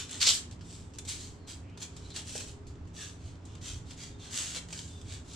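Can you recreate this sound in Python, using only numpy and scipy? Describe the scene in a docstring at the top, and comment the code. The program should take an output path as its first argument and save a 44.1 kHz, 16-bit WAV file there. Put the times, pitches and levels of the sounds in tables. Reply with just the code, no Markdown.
"""A brief rustle, then a loud scrape: a steel tape measure slides out, to be held across a cloth filter bag.
Cloth and sleeves go on rubbing in soft strokes, each made of countless tiny slips. Creases snap,
the blade taps and zips over the weave, and a few light bumps ring the bag's stiff rim.
All this echoes briefly in a small workshop, where a stove rumbles and a fan hums faintly."""
import sys
import numpy as np
from scipy import signal
from scipy.fft import rfft, irfft, next_fast_len
from scipy.io import wavfile

SR = 44100
rng = np.random.default_rng(int(sys.argv[2]) if len(sys.argv) > 2 else 0)


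def to_wav(sig):
    """Store sig (one row per channel, or 1-D mono) as 16-bit WAV at the path in sys.argv[1].

    Samples outside -1..1 are clipped; the rate is SR.
    """
    pcm = np.clip(np.atleast_2d(sig), -1, 1) * 32767
    pcm = np.round(pcm).astype(np.int16)
    wavfile.write(sys.argv[1], SR, pcm.T)  # frames by channels


N = 236331


def gain_of(db):
    """Turns decibels into a number to multiply a sound by."""
    return 10 ** (np.asarray(db) / 20)


def unit_level(x):
    """Scales a signal so that its average strength (rms) is 1."""
    return x / np.sqrt(np.mean(abs(x) ** 2) + 1e-20)


def curve_at(points, hz):
    """Reads between the rows of a table, with frequencies spaced by octaves."""
    row_hz, values = np.transpose(points)
    return np.interp(np.log(hz + 1), np.log(row_hz + 1), values)


def add(mix, start_s, sound):
    """Mixes a sound in, dropping whatever falls outside the scene."""
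    start = round(start_s * SR)
    sound = sound[..., max(-start, 0):]
    part = mix[:, max(start, 0):][:, :sound.shape[-1]]
    part += sound[..., :part.shape[1]]


def drift(size, span):
    """A smooth random wobble of strength 1 that changes over about span points."""
    padded = next_fast_len(size, real=True)
    keep_slow = np.exp(-(np.fft.rfftfreq(padded) * span * 2) ** 2)
    return unit_level(irfft(rfft(rng.standard_normal(padded)) * keep_slow, padded)[:size])


def stereo_pair(spectra, likeness):
    """Blends two noises into left and right: likeness 0 is unrelated, 1 is the same."""
    same = np.clip(likeness, -1, 1)
    return np.array([spectra[0], same * spectra[0] + np.sqrt(1 - same ** 2) * spectra[1]])


# the tones of the fan: pitch_hz, level_db, wander_hz
FAN_TONES = [(91.5, -59.5, 3.99), (168.8, -59, 1.45), (238.7, -65, 4), (280, -66, 4.77), (409.6, -66, 2)]
def fan(waver_db=3.0):
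    """A fan hums with a few low tones that wander in pitch and strength."""
    out = np.zeros(N)
    for pitch_hz, level_db, wander_hz in FAN_TONES:
        cycles = np.cumsum(pitch_hz + wander_hz * drift(N, .08 * SR)) / SR
        waver = gain_of(waver_db * drift(N, .2 * SR))
        out += gain_of(level_db) * unit_level(np.sin(2 * np.pi * cycles) * waver)
    return out


# the stove's noise from bass to treble: frequency_hz, relative_db
STOVE_COLOUR = [(20, -6.5), (45, -2.5), (72, 7.5), (92, 10), (140, -4.5), (195, -15), (270, -10.5),
                (400, -18), (550, -23.5), (1000, -26), (2500, -37), (7500, -45), (10500, -64),
                (15000, -80.5)]
# how alike that noise is on the left and right: frequency_hz, likeness
STOVE_LIKENESS = [(60, 1), (150, 0.95), (300, 0.77), (600, 0.54), (1200, 0.11), (5000, 0.17)]
# the slow swell of the rumble: time_s, level_db
STOVE_SWELL = [(0.0, -52), (0.59, -48.5), (0.93, -48.9), (1.12, -44.0), (1.78, -52.5), (1.91, -47.5),
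               (2.39, -49.5), (2.68, -42), (2.85, -49.5), (3.13, -53.5), (3.28, -43.5), (3.49, -50),
               (3.84, -44.5), (4.29, -52.5), (5.1, -46.5), (5.35, -49.1)]
def stove(hiss_db=-54, split_hz=150, surge_db=1.9, surge_s=.07):
    """The fire draws air: a low rumble swells, sinks and surges under a steady rush."""
    size = next_fast_len(N, real=True)
    hz = np.fft.rfftfreq(size, 1 / SR)
    air = stereo_pair(rfft(rng.standard_normal((2, size))), curve_at(STOVE_LIKENESS, hz))
    air *= gain_of(curve_at(STOVE_COLOUR, hz))
    bass_share = 1 / (1 + (hz / split_hz) ** 8)
    rumble = irfft(air * bass_share, size)[:, :N]
    hiss = irfft(air * (1 - bass_share), size)[:, :N]
    swell_db = np.interp(np.arange(N) / SR, *np.transpose(STOVE_SWELL))
    surge = gain_of(surge_db * drift(N, surge_s * SR))
    return gain_of(swell_db) * unit_level(surge * rumble) + gain_of(hiss_db) * unit_level(hiss)


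# how long the room's echo takes to fade by 60 dB: frequency_hz, fade_s
ECHO_FADES = [(200, 0.5), (1000, 0.53), (4000, 0.27), (8000, 0.29), (14000, 0.15)]
def workshop_echo(sound, size=22050, build_s=0.0058):
    """The cluttered room scatters sound into a short echo whose treble dies first."""
    hz, t, noise = signal.stft(rng.standard_normal((2, size)), SR, nperseg=256)
    fade = gain_of(-60 * t / curve_at(ECHO_FADES, hz)[:, None])
    tail = signal.istft(noise * fade, SR, nperseg=256)[1]
    tail *= np.minimum(np.arange(tail.shape[1]) / SR / build_s, 1) ** 2
    return signal.fftconvolve(sound, tail / np.linalg.norm(tail[0]), axes=1)[:, :N]


# thin squeaks and wide rasps of the blade edge: start_s, length_s, start_hz, end_hz, blur_hz, level_db
BLADE_ZIPS = [(1.378, 0.12, 4450, 4100, 350, -72), (1.621, .16, 2206, 2910, 1210, -66),
              (2.03, 0.061, 3900, 4130, 500, -63), (2.1, 0.045, 3800, 4100, 900, -54.5),
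              (2.971, .11, 1780, 1645, 350, -56.5), (4.11, 0.07, 3680, 3650, 110, -65),
              (4.189, 0.13, 3500, 3500, 1300, -59), (4.72, 0.096, 1700, 1650, 450, -60),
              (4.83, 0.09, 7240, 7180, 130, -59), (4.895, 0.088, 3570, 3540, 70, -57.5),
              (4.998, .035, 3540, 3620, 90, -62)]
def blade_zips(size=16384, octave_db=20.5, octave_loss_db_per_hz=0.6):
    """Threads pluck the blade edge at a rate set by its speed; uneven threads blur the pitch."""
    out, t = np.zeros((2, N)), np.arange(size) / SR
    for start_s, length_s, start_hz, end_hz, blur_hz, level_db in BLADE_ZIPS:
        progress = np.clip(t / length_s, 0, 1)
        pitch_hz = start_hz + (end_hz - start_hz) * progress
        tone = np.exp(2j * np.pi * np.cumsum(pitch_hz) / SR)
        # a clean squeak also sounds an octave higher; a blurred rasp loses that
        octave = gain_of(octave_db - octave_loss_db_per_hz * blur_hz) * tone ** 2
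        blur = drift(size, SR / blur_hz) + 1j * drift(size, SR / blur_hz)
        swell = np.sqrt(abs(np.sin(np.pi * progress)))
        add(out, start_s, gain_of(level_db) * (blur * (tone + octave)).real * swell)
    return out


# the ringing tones of the bag's stiff rim: pitch_hz, relative_db, fade_s
RIM_TONES = [(442, -11, 0.068), (497, 7.5, 0.033), (590, -1.5, 0.06), (818, -3.5, 0.051), (1600, -3, 0.025)]
# bumps against the bag: start_s, level_db
BUMPS = [(2.353, -39), (2.404, -57.5), (4.565, -51)]
def rim_knocks(size=8192, contact_s=0.0026):
    """Soft bumps ring the rim of the bag, a little to the right."""
    out, t = np.zeros((2, N)), np.arange(size) / SR
    ring = sum(gain_of(db - 60 * t / fade_s) * np.sin(2 * np.pi * hz * t) for hz, db, fade_s in RIM_TONES)
    knock = ring * np.minimum(t / contact_s, 1) * gain_of([[-4], [3]])
    for start_s, level_db in BUMPS:
        add(out, start_s, gain_of(level_db) * knock)
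    return out


# how alike rubbing sounds on the left and right: frequency_hz, likeness
FRICTION_LIKENESS = [(100, 0.84), (550, 0.93), (950, 0.24), (2000, 0.62), (3400, 0.98), (4700, 0.87),
                     (5800, 0.37), (7000, 0.05), (14000, 0.09)]
def friction(force, colour, brightness, hollow_db, grain_db, folds_db, fold_width_hz=170,
             grain_s=0.0013, catches_per_s=130, catch_db=14, hollow_hz=1720, hollow_width_hz=690):
    """Countless tiny slips make a hiss, shaped by the surface and the way it is folded."""
    size = len(force)
    hz = np.fft.rfftfreq(size, 1 / SR)
    # now and then a fibre catches and lets go with a larger click
    catches = 1 + gain_of(catch_db) * (rng.random(size) < catches_per_s / SR)
    noise = rng.standard_normal((2, size))
    grain = gain_of(grain_db * drift(size, grain_s * SR))
    slips = noise * unit_level(catches * grain) * force
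    ripple_db = folds_db * np.tanh(drift(len(hz), fold_width_hz / hz[1]))
    # raising one band of the hiss makes it sound hollow
    band_db = hollow_db / (1 + (2 * (hz - hollow_hz) / hollow_width_hz) ** 2)
    tilt_db = brightness * np.log2(np.clip(hz, 1000, 9000) / 4000)
    gain = unit_level(gain_of(curve_at(colour, hz) + ripple_db + band_db + tilt_db))
    # a minimum-phase filter: the surface rings only after each slip, never before
    log_gain = np.log(np.r_[gain, gain[-2:0:-1]])
    surface = np.exp(np.conj(signal.hilbert(log_gain)))[:len(hz)]
    return irfft(stereo_pair(rfft(slips), curve_at(FRICTION_LIKENESS, hz)) * surface, size)


def stroke_force(level_db, rise_s, fall_s, size=32768):
    """A stroke builds evenly, then drops 20 dB in fall_s. Gives the time to its peak, and its force."""
    t = (np.arange(size) - size / 2) / SR
    build = np.clip(1 + t / rise_s, 0, 1)
    drop_db = 20 * np.maximum(t / fall_s, 0) ** 1.35
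    return -t[0], build * gain_of(level_db - drop_db)


# the sound of cloth from bass to treble: frequency_hz, relative_db
CLOTH_COLOUR = [(150, -30.5), (500, -11.5), (900, -10), (1300, -7), (2000, -6), (2600, -2), (3300, 1.1),
                (4300, 0.5), (5300, -0.5), (7800, 3.5), (9000, -8.5), (10300, -12.5), (11300, -21.5),
                (14500, -27.5)]
# strokes of cloth on cloth: peak_s, level_db, rise_s, fall_s, brightness_db_per_octave
CLOTH_STROKES = [(0, -37, .027, 0.074, 0), (.143, -42.5, 0.078, 0.16, -1.3), (.524, -54, .014, .035, -1),
                 (.725, -51.5, 0.12, 0.18, 0.5), (1.09, -36.7, .02, 0.13, 2.2),
                 (1.218, -47.3, 0.06, .15, 1.6), (1.496, -44.5, 0.031, 0.097, 1),
                 (1.828, -41, 0.034, 0.052, .5), (2.062, -58, 0.27, 0.22, -3),
                 (2.175, -39, 0.042, 0.066, -0.5), (2.297, -42.5, 0.056, 0.031, 2),
                 (2.369, -39.5, 0.095, 0.13, 2.5), (2.485, -50, .023, 0.074, 1),
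                 (3.021, -43, 0.092, 0.13, -0.2), (3.279, -57.5, .12, 0.099, -1),
                 (3.528, -61, .13, .13, -4), (3.678, -42, 0.075, 0.13, 0), (3.919, -51.5, 0.077, 0.052, -1),
                 (4.031, -45, 0.077, 0.1, -0.9), (4.248, -50, .074, 0.19, -2.5), (4.378, -34, .082, .17, 2),
                 (4.495, -41.5, 0.12, 0.12, 1), (4.569, -35.5, 0.042, 0.041, 0.3),
                 (4.77, -46, 0.1, 0.18, 1.5), (4.89, -58.5, 0.083, 0.41, 0.5),
                 (5.138, -46.8, 0.098, 0.084, -2), (5.354, -48, .12, .058, 0)]
def cloth_rubs(usual_level_db=-45, usual_hollow_db=-0.5, hollow_per_db=0.36):
    """The bag and the sleeves rub; the harder they press, the more hollow they sound."""
    out = np.zeros((2, N))
    for peak_s, level_db, rise_s, fall_s, brightness in CLOTH_STROKES:
        lead_s, force = stroke_force(level_db, rise_s, fall_s)
        hollow_db = usual_hollow_db + hollow_per_db * (level_db - usual_level_db)
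        rub = friction(force, CLOTH_COLOUR, brightness, hollow_db, grain_db=1.5, folds_db=3.5)
        add(out, peak_s - lead_s, rub)
    return out


# crease snaps and blade taps: start_s, level_db, fade_s, brightness_db_per_octave
SNAPS_AND_TAPS = [(.093, -40, .04, -1), (.11, -37, 0.064, 4.5), (.27, -24, 0.058, -2.5),
                  (.291, -21, 0.033, -2.5), (.306, -24, 0.022, -1), (.511, -44, 0.029, -1),
                  (.609, -52, .1, -3.5), (.936, -54, 0.21, .5), (.985, -34.5, 0.056, 2),
                  (1.05, -45.5, .12, 0.5), (1.087, -34.5, .03, 8), (1.475, -49, .035, 0),
                  (1.774, -46.5, 0.11, -2), (1.828, -36.5, .04, 2), (1.965, -46, 0.098, -1),
                  (2.103, -47, 0.077, -1.5), (2.162, -31.5, 0.041, 1.5), (2.406, -38, 0.054, -1.5),
                  (2.668, -55, 0.23, 2), (2.872, -60, 0.13, 0), (3.452, -52, 0.092, 4.5),
                  (3.552, -46.5, 0.037, -3.5), (3.615, -50, .045, -2), (3.908, -43, 0.059, -0.5),
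                  (4.562, -34.5, .038, -2), (4.686, -46, 0.038, -3.5), (4.705, -41, .02, -4),
                  (4.727, -32.5, 0.051, -0.5), (4.79, -35.5, 0.04, 0), (5.014, -48.5, .04, 0)]
def snaps(size=8192, attack_s=0.00053,
          faint_per_s=3, faint_db=-62, spread_db=2, faint_fade_s=.06, faint_brightness=-5):
    """A crease lets go or the blade taps in a sudden burst. Faint creases also settle at random."""
    out, t = np.zeros((2, N)), np.arange(size) / SR
    chance = rng.random((round(faint_per_s * N / SR), 2))
    faint = [(when * N / SR, faint_db + spread_db * (2 * strength - 1), faint_fade_s, faint_brightness)
             for when, strength in chance]
    for start_s, level_db, fade_s, brightness in SNAPS_AND_TAPS + faint:
        force = np.minimum(t / attack_s, 1) * gain_of(level_db - 60 * t / fade_s)
        snap = friction(force, CLOTH_COLOUR, brightness,
                        hollow_db=-1.5, grain_db=0, folds_db=3.5, fold_width_hz=348)
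        add(out, start_s, snap)
    return out


# the sound of sliding steel from bass to treble: frequency_hz, relative_db
BLADE_COLOUR = [(150, -32), (500, -32), (800, -21), (1200, -15.5), (1800, -12.5), (3100, -0.5), (4400, 1),
                (5600, -0.5), (7800, -2), (9200, -14), (12000, -23.5), (14500, -31.5)]
# tugs on the tape: peak_s, level_db, rise_s, fall_s, brightness_db_per_octave, hollow_db
TAPE_PULLS = [(0.225, -23.5, 0.026, 0.051, -0.7, 2), (0.273, -21.5, 0.029, 0.033, -2, -6),
              (0.291, -19, 0.022, 0.05, 0.5, -10.5), (0.345, -31, 0.06, 0.064, 8, 16.5)]
def tape_scrape():
    """The steel blade scrapes out of its case in a few quick jerks."""
    out = np.zeros((2, N))
    for peak_s, level_db, rise_s, fall_s, brightness, hollow_db in TAPE_PULLS:
        lead_s, force = stroke_force(level_db, rise_s, fall_s)
        scrape = friction(force, BLADE_COLOUR, brightness, hollow_db, grain_db=1.5, folds_db=3)
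        add(out, peak_s - lead_s, scrape)
    return out


def scene(echo_db=-8.0, cloth_db=0.07, pan_db=-0.1):
    """Tape and cloth close by, their echo, and the stove and fan behind them."""
    handling = tape_scrape() + gain_of(cloth_db) * cloth_rubs() + snaps() + blade_zips()
    near = handling * gain_of([[pan_db / 2], [-pan_db / 2]]) + rim_knocks()
    echo = gain_of(echo_db) * workshop_echo(near)
    background = (stove() + fan()) * gain_of([[-.6], [.6]])  # slightly to the right
    return background + echo + near


def record(dry, cutoff_hz=14950):
    """Cuts away the very highest treble."""
    lowpass = signal.firwin(401, cutoff_hz, window=("kaiser", 9), fs=SR)
    return signal.oaconvolve(dry, lowpass[None], "same", axes=1)


dry = scene()
out = record(dry)
to_wav(out)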